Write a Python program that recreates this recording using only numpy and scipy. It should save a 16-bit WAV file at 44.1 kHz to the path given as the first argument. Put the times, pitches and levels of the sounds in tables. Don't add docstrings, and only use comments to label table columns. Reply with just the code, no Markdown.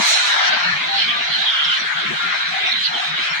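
import sys
import numpy as np
from scipy import signal
from scipy.fft import rfft, irfft, next_fast_len
from scipy.io import wavfile
from scipy.ndimage import uniform_filter1d, map_coordinates

SR = 44100
rng = np.random.default_rng(int(sys.argv[2]) if len(sys.argv) > 2 else 0)


def to_wav(s):
    ch = np.atleast_2d(s).T
    pcm = np.round(np.clip(ch, -1, 1) * 32767)
    wavfile.write(sys.argv[1], SR, pcm.astype(np.int16))


N = 149940

# time_s, hum_db, roar_db
LOW_LEVELS = [(0.0, -71, -33.5), (0.1, -89.5, -69.5), (0.54, -47.5, -45), (0.75, -43, -52.5),
              (0.83, -49.5, -42.5), (1.16, -52.5, -46), (1.31, -43.5, -44), (1.5, -62, -55),
              (1.68, -48, -58), (1.73, -69, -55.5), (1.86, -43.5, -45), (1.92, -63.5, -50),
              (1.99, -40, -44.5), (2.71, -60.5, -47.5), (3.3, -45.5, -47), (3.4, -51, -55)]


def amp(db):
    return 10 ** (np.asarray(db) / 20)


def unit(x):
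    return x / np.sqrt(np.mean(x ** 2) + 1e-20)


def along(points, hz):
    pitches, values = np.transpose(points)
    return np.interp(np.log(hz + 1), np.log(pitches + 1), values)


def curves(rows):
    times, *columns = np.transpose(rows)
    return [np.interp(np.arange(N) / SR, times, column) for column in columns]


def wobble(per_s):
    points = rng.standard_normal(int(N * per_s / SR) + 4)
    return map_coordinates(points, [np.arange(N) * per_s / SR])


def filtered(x, response):
    size = next_fast_len(N + SR // 4)
    hz = np.fft.rfftfreq(size, 1 / SR)
    return irfft(rfft(x, size) * response(hz), size)[..., :x.shape[-1]]


def resonance(pitch_hz, width_hz):
    return lambda hz: (hz * width_hz) ** 2 / ((pitch_hz ** 2 - hz ** 2) ** 2 + (hz * width_hz) ** 2)


def coloured(points):
    return lambda hz: amp(along([(1, -90)] + list(points) + [(22000, -90)], hz))


def rush(colour, patchy_db):
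    # pitch_hz, likeness (1 = the same)
    likeness = [(60, .8), (110, .5), (170, .9), (300, .6), (760, .75), (1250, .15), (1700, .45),
                (2400, .65), (2700, .35), (3300, .75), (4500, .45), (6500, .2), (12000, .35)]
    # pitch_hz, left_minus_right_db
    balance = [(200, 0), (320, 3), (700, 5.5), (1600, 6), (2400, 2.5), (3300, -4), (4000, -5), (5500, 1),
               (8000, -4), (12000, -4), (15000, -9.5)]
    left_lag_s = 41 / SR

    def shared_and_opposite(hz):
        angle = np.arccos(np.clip(along(likeness, hz), -1, 1)) / 2
        return colour(hz) * np.array([np.cos(angle), np.sin(angle)])

    def left_and_right(hz):
        left = amp(along(balance, hz) / 2) * np.exp(-1j * np.pi * hz * left_lag_s)
        return np.array([left, 1 / left])

    spectra = signal.stft(rng.standard_normal((2, N + 1024)), nperseg=512)[2]
    patches = uniform_filter1d(rng.standard_normal(spectra.shape[1:]), size=4, axis=0)
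    patches = uniform_filter1d(patches, size=8, axis=1)
    noise = signal.istft(spectra * amp(patchy_db * unit(patches)), nperseg=512)[1]
    shared, opposite = filtered(noise, shared_and_opposite)
    ports = filtered(np.array([shared + opposite, shared - opposite]), left_and_right)[:, 512:512 + N]
    return ports / np.sqrt(np.mean(ports.mean(axis=0) ** 2))


def wandering(x):
    position = np.arange(N) + np.cumsum(0.035 * wobble(per_s=6))
    return np.array([map_coordinates(port, [position], mode="mirror") for port in x])


def jet():
    # time_s, level_db
    body_levels = [(0.0, -23.5), (0.55, -23.5), (0.8, -29.5), (1.2, -33.5), (2.54, -37), (3.4, -34.5)]
    # time_s, treble_db, air_db
    high_levels = [(0, -30, -56), (.08, -27, -45), (.17, -29, -57), (.3, -36, -61), (.49, -42.5, -63),
                   (.515, -47, -69.5), (1.2, -59, -73.5), (2, -50.5, -68.5), (3.4, -50, -70)]
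    # pitch_hz, level_db
    body_colour = [(500, -14), (620, -1.5), (1000, -1), (1400, -6.5), (2700, 0), (4600, -4.5), (6500, -26),
                   (8000, -42)]
    treble_colour = [(4800, -13.5), (6200, 0), (8200, -11), (10000, -17), (11500, -30), (13500, -41.5)]
    air_colour = [(11000, -18), (13800, -9.5), (14400, -2), (15800, 0)]
    body_db, = curves(body_levels)
    treble_db, air_db = curves(high_levels)
    flicker_db = 1.5 * wobble(22)
    body = amp(body_db + 0.58 * wobble(16)) * rush(coloured(body_colour), patchy_db=1.5)
    treble = amp(treble_db + flicker_db) * rush(coloured(treble_colour), patchy_db=1.2)
    air = amp(air_db + 0.6 * flicker_db + 1.1 * wobble(12)) * rush(coloured(air_colour), patchy_db=-0.5)
    return body + treble + air


def low_roar():
    # pitch_hz, level_db
    roar_colour = [(100, -37.5), (220, -0.5), (290, -8), (420, -4), (510, -12), (700, -2)]
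    _, roar_db = curves(LOW_LEVELS)
    return amp(roar_db + 0.33 * wobble(9.26)) * rush(coloured(roar_colour), patchy_db=4.5)


def horn():
    # pitch_hz, width_hz, sputter_db
    resonances = [(753, 165, -3.3), (1589, 625, -0.3), (2278, 1100, 1.03), (3255, 1440, 1), (3913, 510, 1),
                  (5440, 1300, 2)]
    # time_s, then one level_db for each resonance
    sweep = [(0.0, -28, -26.5, -28, -33, -25.5, -34), (0.13, -71.5, -29.5, -27.5, -28, -24.5, -31),
             (0.4, -33, -23, -32.5, -29.5, -28.5, -34.5), (0.62, -40, -25.5, -30, -40.5, -35, -38.5),
             (0.8, -48.5, -30.5, -26.5, -32, -31.5, -45.5), (0.96, -44.5, -29, -31.5, -26.5, -27, -50.5),
             (1.079, -48, -30.5, -27.5, -27.5, -30.5, -45), (1.46, -42, -29.5, -34, -25.5, -29, -48.5),
             (1.73, -69, -27, -30.5, -26, -32.5, -41.5), (1.92, -58, -27.5, -30.5, -28.5, -37, -60.5),
             (2.37, -47, -28, -29, -32.5, -32.5, -45.5), (2.58, -37, -30, -28, -31, -30, -46),
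             (2.66, -39, -33.5, -23, -35.5, -28, -72), (2.84, -56, -34, -33, -24, -24, -55),
             (2.92, -36, -31.5, -32.5, -29, -29.5, -45), (3.35, -50.5, -28.5, -28, -30.5, -34, -46),
             (3.4, -50, -30, -28, -34.5, -35, -59)]
    falloff_hz = 6850
    out = np.zeros((2, N))
    for (pitch_hz, width_hz, sputter_db), level_db in zip(resonances, curves(sweep)):
        colour = lambda hz: resonance(pitch_hz, width_hz)(hz) / (1 + (hz / falloff_hz) ** 4)
        loudness = amp(level_db + sputter_db * wobble(16))
        out += loudness * wandering(rush(colour, patchy_db=0.36))
    return out


def tones_and_spits():
    # middle_s, length_s, pitch_hz, width_hz, level_db
    bursts = [(0.478, .03, 5600, 1510, -31.5), (0.524, 0.13, 1521, 40, -27.5),
              (0.715, 0.15, 1780, 298, -25.5), (0.794, 0.12, 2397, 200, -34), (0.946, 0.17, 787, 25, -35),
              (1.017, 0.14, 5130, 905, -40), (1.01, 0.092, 3070, 700, -25),
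              (1.102, 0.037, 3180, 750, -21.5), (1.149, 0.17, 1191, 30, -34),
              (1.347, 0.058, 3080, 600, -27.5), (1.486, 0.073, 3270, 750, -21),
              (1.609, 0.19, 3130, 800, -23.5), (1.656, 0.022, 5420, 500, -35.5),
              (1.736, 0.096, 3040, 600, -24), (1.803, 0.044, 5730, 500, -37),
              (2.212, 0.092, 1403, 40, -29.5), (2.566, 0.053, 768, 90, -31),
              (2.693, 0.084, 5500, 900, -39.5), (2.724, 0.02, 4200, 500, -25.5),
              (2.775, 0.03, 4050, 600, -25), (2.855, 0.035, 4450, 900, -24.5),
              (2.957, 0.032, 3160, 450, -25.5), (3.24, 0.068, 5170, 800, -42),
              (3.318, 0.039, 5450, 450, -37)]
    noise = rush(np.ones_like, patchy_db=0)
    out = np.zeros((2, N))
    for middle_s, length_s, pitch_hz, width_hz, level_db in bursts:
        size = round(1.2 * length_s * SR)
        start = round(middle_s * SR) - size // 2
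        colour = resonance(pitch_hz, width_hz)(np.fft.rfftfreq(size, 1 / SR)) ** 2
        band = irfft(rfft(noise[:, start:start + size]) * colour, size)
        swell = np.sqrt(2 * np.hanning(size))
        out[:, start:start + size] += amp(level_db) * swell * unit(band)
    return out


def hum_and_rumble():
    # pitch_hz, level_db
    rumble_colour = [(25, -19), (65, -5.5), (110, -0.5), (140, -16)]
    hum_db, _ = curves(LOW_LEVELS)
    hum = amp(hum_db + 0.4 * wobble(14)) * rush(resonance(pitch_hz=162.7, width_hz=41), patchy_db=4.5)
    rumble_db = -61 + 0.38 * (hum_db - hum_db.mean())
    return hum + amp(rumble_db) * rush(coloured(rumble_colour), patchy_db=-1.5)


def noise_suppressor(x):
    share_removed, deepest_cut_db = 0.53, -8
    spectra = signal.stft(x, nperseg=2048, noverlap=1536)[2]
    power = uniform_filter1d(np.mean(np.abs(spectra) ** 2, axis=0), size=3, axis=1) + 1e-20
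    steady = uniform_filter1d(power, size=30, axis=1)
    steady = uniform_filter1d(steady, size=9, axis=0)
    power_kept = np.clip(1 - share_removed * np.abs(steady / power), amp(deepest_cut_db) ** 2, 1)
    return signal.istft(spectra * np.sqrt(power_kept), nperseg=2048, noverlap=1536)[1][:, :N]


def scene():
    return jet() + low_roar() + horn() + tones_and_spits() + hum_and_rumble()


def record(dry):
    boost_db, top_hz = 2.5, 15750
    return filtered(amp(boost_db) * noise_suppressor(dry), lambda hz: hz < top_hz)


dry = scene()
out = record(dry)
to_wav(out)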